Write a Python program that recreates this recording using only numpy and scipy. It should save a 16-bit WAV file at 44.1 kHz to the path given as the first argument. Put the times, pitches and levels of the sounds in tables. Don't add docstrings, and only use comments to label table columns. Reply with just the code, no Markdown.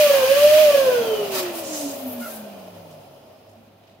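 import sys
import numpy as np
from scipy import signal
from scipy.fft import rfft, irfft
from scipy.io import wavfile
from scipy.ndimage import uniform_filter1d

SR = 44100
rng = np.random.default_rng(int(sys.argv[2]) if len(sys.argv) > 2 else 0)


def int16_out(signal):
    q = np.round(np.clip(np.atleast_2d(signal).T, -1, 1) * 32767)
    wavfile.write(sys.argv[1], SR, q.astype(np.int16))


N = 176400
TIME_S = np.arange(N) / SR
BIN_HZ = np.maximum(np.arange(N // 2 + 1) * SR / N, 1)
MAINS_HZ, TOP_HZ = 101.3, 15750


def undb(db):
    return 10 ** (np.asarray(db) / 20)


def unit(x):
    return x / np.sqrt(np.mean(x ** 2))


def curve(rows):
    rows = np.array(rows)
    return np.interp(TIME_S, rows[:, 0], rows[:, -1])


def colour(points):
    hz, db = np.array(points).T
    return undb(np.interp(np.log(BIN_HZ), np.log(hz), db))


def peak(hz, centre_hz, width_hz):
    return 1 / (1 + ((hz / centre_hz - centre_hz / hz) * centre_hz / width_hz) ** 2)


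def walk(rate_hz):
    hold = max(int(SR / rate_hz), 2)
    steps = np.repeat(rng.standard_normal(N // hold + 1), hold)
    return unit(uniform_filter1d(uniform_filter1d(steps, hold), hold)[:N])


def envelope(start_s, length_s, attack_s, release_s):
    t = TIME_S - start_s
    return np.clip(1 + t / attack_s, 0, 1) ** 2 * np.exp(-np.maximum(t - length_s, 0) / release_s)


def room(x, wet_db, t60_s=0.71, gap_s=0.00346):
    t = TIME_S[:SR // 2]
    tail = rng.standard_normal((2, len(t))) * undb(-60 * t / t60_s) * (t > gap_s)
    tail /= np.sqrt(np.sum(tail ** 2, axis=1, keepdims=True))
    wet = signal.fftconvolve(x[None], tail, axes=1)[:, :N]
    return (x + undb(wet_db) * wet) / np.hypot(1, undb(wet_db))


# freq_hz, left_minus_right_db
NOISE_BALANCE = [(200, -1), (700, -1.5), (1300, 0), (2400, -2), (4400, -1), (8000, 2), (15000, 3.7)]

def noise(gain, split_hz=930):
    mid, side = rfft(rng.standard_normal((2, N)))
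    side *= BIN_HZ / np.hypot(BIN_HZ, split_hz)
    pan = colour(NOISE_BALANCE) ** .5
    return unit(irfft(gain * np.array([(mid + side) * pan, (mid - side) / pan]), N))


# time_s, pitch_hz (unused), level_db
HUM_SWELLS = [(0.0, 602.5, -11.5), (0.07, 576.8, -12.5), (0.08, 573.7, -22), (0.09, 570.0, -26),
              (0.1, 563.9, -12), (0.11, 560.2, -9), (0.13, 554.1, -25), (0.14, 550.5, -12),
              (0.21, 521.8, -21), (0.24, 512.1, -13), (0.26, 519.2, -19.5), (0.29, 532.9, -19.5),
              (0.32, 543.5, -9), (0.35, 557.9, -23), (0.37, 564.6, -13), (0.4, 577.5, -18),
              (0.45, 584.7, -6.5), (0.5, 593.7, -15.5), (0.53, 598.2, -10), (0.62, 614.0, -11),
              (0.71, 582.2, -11.5), (0.72, 576.1, -27.5), (0.75, 566.6, -9.5), (0.76, 563.4, -11),
              (0.77, 559.3, -26), (0.78, 553.0, -12.5), (0.85, 528.1, -21), (0.89, 511.2, -11),
              (0.91, 501.0, -21.5), (0.98, 472.4, -18), (1.03, 458.5, -21.5), (1.04, 452.3, -38),
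              (1.05, 447.2, -27), (1.14, 423.7, -18.5), (1.16, 418.4, -31), (1.16, 415.0, -46),
              (1.19, 407.4, -23), (1.24, 393.7, -24), (1.26, 389.1, -34), (1.37, 368.9, -28.5),
              (1.39, 365.4, -36), (1.44, 355.5, -27.5), (1.5, 342.7, -30.5), (1.54, 337.1, -43.5),
              (1.58, 333.0, -33), (1.64, 321.2, -45), (1.73, 303.6, -33), (1.79, 295.3, -39.5),
              (1.86, 284.8, -26), (1.97, 268.0, -48.5), (2.07, 255.9, -27), (2.11, 252.3, -38),
              (2.22, 239.5, -30), (2.26, 235.9, -46), (2.42, 213.9, -39), (2.51, 202.0, -45.5),
              (2.74, 179.7, -49.5), (3.0, 163.5, -52), (3.04, 155.8, -70), (3.1, 154.7, -57)]

def rotor_hum(shaft_hz, turns, trim_db=-0.5, pan_db=-1.7, side_db=-11.5, fade_db_per_s=42):
    fade_db = fade_db_per_s * np.maximum(TIME_S - HUM_SWELLS[-1][0], 0)
    hum = np.sqrt(2) * undb(curve(HUM_SWELLS) + trim_db - fade_db) * np.sin(2 * np.pi * turns)
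    left, right = room(hum, wet_db=10)
    side = undb(side_db) * (left - right) * shaft_hz / shaft_hz.max()
    return np.array([hum * undb(pan_db / 2) + side, hum * undb(-pan_db / 2) - side])


# harmonic, level_db, centre_hz, width_hz
BLADE_OVERTONES = [(2, -35.5, 1030, 220), (2, -32.5, 1150, 34), (3, -34, 1550, 310), (7, -38.5, 3060, 510),
                   (7, -50.5, 1574, 120)]

def blade_whine(shaft_hz, turns, jitter_rad=0.13):
    whine = 0
    for harmonic, db, centre_hz, width_hz in BLADE_OVERTONES:
        shaft_rad = 2 * np.pi * turns + jitter_rad * walk(120)
        gain = undb(db) * peak(harmonic * shaft_hz, centre_hz, width_hz)
        whine += np.sqrt(2) * gain * np.sin(harmonic * shaft_rad)
    return room(whine, wet_db=0.5)


# freq_hz, gain_db
JET_SPECTRUM = [(530, -71), (900, -11), (933, -9), (1130, -7.5), (1170, -8.5), (1330, -10.5), (1480, -6.5),
                (1590, -7), (2070, -7), (2420, -4.5), (2630, -3.5), (3030, -2), (3500, -8), (3670, -10),
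                (4490, -5.5), (4770, -9.5), (6580, -9.5), (7150, -14), (8650, -13.5), (9510, -12.5),
                (11200, -11.5), (13000, -8.5), (15500, -10)]
# centre_hz, width_hz, boost_db
NOZZLE_MODES = [(2444, 43, 4), (3370, 89, 6.5), (5060, 97, 4.5), (9570, 650, 2), (12300, 370, -0.5)]
# time_s, level_db
JET_LEVEL = [(0, -23), (.24, -26.5), (.45, -24.5), (.62, -24.5), (.8, -29), (1, -34), (1.3, -38.5),
             (1.55, -42), (2, -47), (2.5, -51.5), (3, -57.5), (3.4, -63.5), (3.7, -66), (4, -69.5)]

def nozzle_jet(shaft_hz, crossover_hz=6000, treble_lift_db=2, flutter_db=0.63):
    boost_db = sum(db * peak(BIN_HZ, centre_hz, width_hz) for centre_hz, width_hz, db in NOZZLE_MODES)
    gain = colour(JET_SPECTRUM) * undb(boost_db)
    highpass = BIN_HZ / np.hypot(BIN_HZ, crossover_hz)
    slowdown = 1 - shaft_hz / shaft_hz.max()
    body = noise(gain * np.sqrt(1 - highpass ** 2)) * undb(-2)
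    treble = noise(gain * highpass) * undb(-4 + treble_lift_db * slowdown)
    return (body + treble) * undb(curve(JET_LEVEL) + flutter_db * walk(40.3))


# freq_hz, gain_db
DUCT_SPECTRUM = [(30, -21), (70, -22), (100, -6.5), (150, -6.5), (250, 1.5), (330, -2.5), (450, 1.5),
                 (680, 1), (900, -3), (1100, -12.5), (1350, -15), (2500, -39)]
# time_s, level_db
DUCT_LEVEL = [(0, -37), (.7, -36.5), (1.2, -33.5), (1.6, -38.5), (2.3, -42.5), (3, -49), (4, -59)]

def duct_roar():
    return noise(colour(DUCT_SPECTRUM)) * undb(curve(DUCT_LEVEL))


# pitch_hz, level_db, t60_s
HOUSING_MODES = [(246.7, -13, 0.27), (402, -12, 0.089), (554.6, 0, 0.13), (620, 5.5, 0.06),
                 (687, 1.5, 0.061), (805, -11, 0.027), (1067, -12.5, 0.09), (3100, -12.5, 0.0066)]

def housing_ring(low_cut_hz=350):
    t = TIME_S[:SR // 4]
    ring = sum((-1) ** k * undb(db - 60 * t / t60_s) * np.sin(2 * np.pi * hz * t)
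               for k, (hz, db, t60_s) in enumerate(HOUSING_MODES))
    return signal.sosfilt(signal.butter(1, low_cut_hz, "high", fs=SR, output="sos"), ring)


# time_s, level_db
RATTLE_LEVEL = [(0, -52), (.8, -30.5), (1.3, -33.5), (1.8, -35.5), (2.2, -40), (2.6, -44), (2.98, -48),
                (3.1, -52.5), (3.45, -53), (3.7, -62.5), (4, -58)]
# start_s, level_db
HARD_KNOCKS = [(2.455, -51), (2.981, -43)]

def shaft_rattle(turns, jitter_turns=0.196, scatter_db=5):
    count = int(turns[-1])
    lateness, force = rng.standard_normal((count, 2)).T
    onsets = np.interp(np.arange(count) + jitter_turns * lateness, turns, np.arange(N)).astype(int)
    strengths = undb(scatter_db * np.minimum(force, 2)) * rng.choice([-1, 1], count)
    ring = housing_ring()
    rattle = signal.fftconvolve(np.bincount(onsets, strengths, N), ring)[:N]
    running_rms = np.sqrt(uniform_filter1d(rattle ** 2, size=SR // 4) + 1e-12)
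    rattle *= undb(curve(RATTLE_LEVEL)) / running_rms
    start_s, level_db = np.array(HARD_KNOCKS).T
    knocks = np.bincount((start_s * SR).astype(int), undb(level_db), N)
    return room(rattle + signal.fftconvolve(knocks, ring)[:N], wet_db=-5.5)


# freq_hz, gain_db
ROOM_SPECTRUM = [(25, -20), (60, 5.5), (100, 4), (200, 8), (600, -2.5), (1200, -10), (4000, -14),
                 (8000, -40), (15000, -63)]

def room_tone(noise_db=-57.5, hum_db=-62.5, waver_db=4):
    hum = np.sqrt(2) * np.sin(2 * np.pi * MAINS_HZ * TIME_S + .5 * walk(14))
    return undb(noise_db) * noise(colour(ROOM_SPECTRUM)) + undb(hum_db + waver_db * walk(9.8)) * hum


# start_s, length_s, level_db, centre_hz, width_hz, broad_hiss_db
NECK_SPURTS = [(0.128, 0.12, -33, 830, 443, -48), (1.347, 0.049, -26.5, 6000, 6025, 38),
               (1.454, 0.021, -37.5, 1780, 2000, -22), (1.558, 0.031, -35.5, 10900, 7034, -6),
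               (1.655, 0.25, -37.5, 6600, 4500, -17), (1.735, 0.019, -33.5, 6500, 1800, -17),
               (1.766, 0.062, -40.5, 10980, 8000, -17), (1.912, 0.12, -42.5, 13100, 7000, -8),
               (2.078, 0.05, -38.5, 13040, 4000, -24), (2.209, 0.16, -40.5, 11800, 6140, -9.5)]
# freq_hz, gain_db
NECK_SPECTRUM = [(60, -40), (500, -12), (900, 12), (1500, 4.5), (3000, 4), (5000, 5), (9000, 0), (14000, 2),
                 (16000, 3)]

def neck_spurts(flutter_db=1.0):
    hiss = 0
    for start_s, length_s, db, centre_hz, width_hz, broad_db in NECK_SPURTS:
        gain = peak(BIN_HZ, centre_hz, width_hz) + undb(broad_db) * colour(NECK_SPECTRUM)
        gate = envelope(start_s, length_s, attack_s=0.062, release_s=0.044)
        hiss += undb(db) * noise(gain * (BIN_HZ < TOP_HZ)) * gate
    return hiss * undb(flutter_db * walk(90))


def motor_buzz(level_db=-53):
    buzz = np.sqrt(2) * np.sin(2 * np.pi * MAINS_HZ * TIME_S + 0.36 * walk(20))
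    return undb(level_db) * buzz * envelope(start_s=0.19, length_s=0.38, attack_s=0.022, release_s=0.034)


# harmonic, level_db
SQUEAK_PARTIALS = [(2, -37.5), (3, -51.5), (4, -53)]

def neck_squeak(start_s=2.225, length_s=0.043, pitch_hz=714, sag_hz_per_s=400, jitter=0.0244):
    glide_hz = pitch_hz - sag_hz_per_s * (TIME_S - start_s)
    phase = 2 * np.pi * np.cumsum(glide_hz * (1 + jitter * walk(260))) / SR
    tone = sum(undb(db) * np.sin(harmonic * phase) for harmonic, db in SQUEAK_PARTIALS)
    return room(tone * envelope(start_s, length_s, attack_s=0.031, release_s=0.016), wet_db=-14)


def noise_bands(rows, attack_s, release_s):
    return sum(undb(db) * noise(peak(BIN_HZ, centre_hz, width_hz))
               * envelope(start_s, length_s, attack_s, release_s)
               for start_s, length_s, db, centre_hz, width_hz in rows)


# start_s, length_s, level_db, centre_hz, width_hz
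NOZZLE_WHISTLES = [(2.548, 0.56, -72, 9750, 260), (2.552, .9, -69.5, 5080, 400)]

def nozzle_whistles():
    return noise_bands(NOZZLE_WHISTLES, attack_s=.1, release_s=.15)


# start_s, length_s, level_db, centre_hz, width_hz
BALLOON_TOUCHES = [(2.91, 0.022, -61, 5070, 6960), (3.493, .008, -64, 7000, 8930),
                   (3.56, 0.1406, -58.5, 222, 25), (3.837, 0.11, -65.5, 2755, 3464)]

def balloon_brushes(grain_db=3.5):
    return noise_bands(BALLOON_TOUCHES, attack_s=.012, release_s=.02) * undb(grain_db * walk(220))


def balloon_reflections(x, count=6, max_delay_s=.007, level_db=-11.5, low_cut_hz=1500):
    treble = signal.sosfilt(signal.butter(1, low_cut_hz, "high", fs=SR, output="sos"), x)
    lags = (rng.uniform(0, max_delay_s, (2, count)) * SR).astype(int) + 1
    echoes = [sum(np.pad(ear, (lag, 0))[:N] for lag in ear_lags) for ear, ear_lags in zip(treble, lags)]
    return x + undb(level_db) * np.array(echoes)


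# time_s, shaft_hz
SHAFT_SPEED = [(0, 609), (.1, 568), (.24, 518), (.39, 579), (.5, 602), (.61, 619), (.68, 592), (.76, 559),
               (1.02, 462), (1.26, 401), (1.48, 352), (1.86, 283), (2.04, 260), (2.23, 235), (2.51, 201),
               (3.1, 140.6), (4, 107)]

def scene(wobble=0.0019):
    shaft_hz = curve(SHAFT_SPEED) * (1 + wobble * walk(39.46))
    turns = np.cumsum(shaft_hz) / SR
    air = nozzle_jet(shaft_hz) + duct_roar()
    balloons = neck_spurts() + neck_squeak() + balloon_brushes()
    hiss = balloon_reflections(air + balloons)
    drive = rotor_hum(shaft_hz, turns) + blade_whine(shaft_hz, turns) + motor_buzz()
    return drive + hiss + nozzle_whistles() + shaft_rattle(turns) + room_tone()


def record(dry, low_cut_hz=45):
    thinned = signal.sosfilt(signal.butter(2, low_cut_hz, "high", fs=SR, output="sos"), dry)
    return signal.sosfilt(signal.ellip(12, .1, 90, TOP_HZ, fs=SR, output="sos"), thinned)


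dry = scene()
out = record(dry)
int16_out(out)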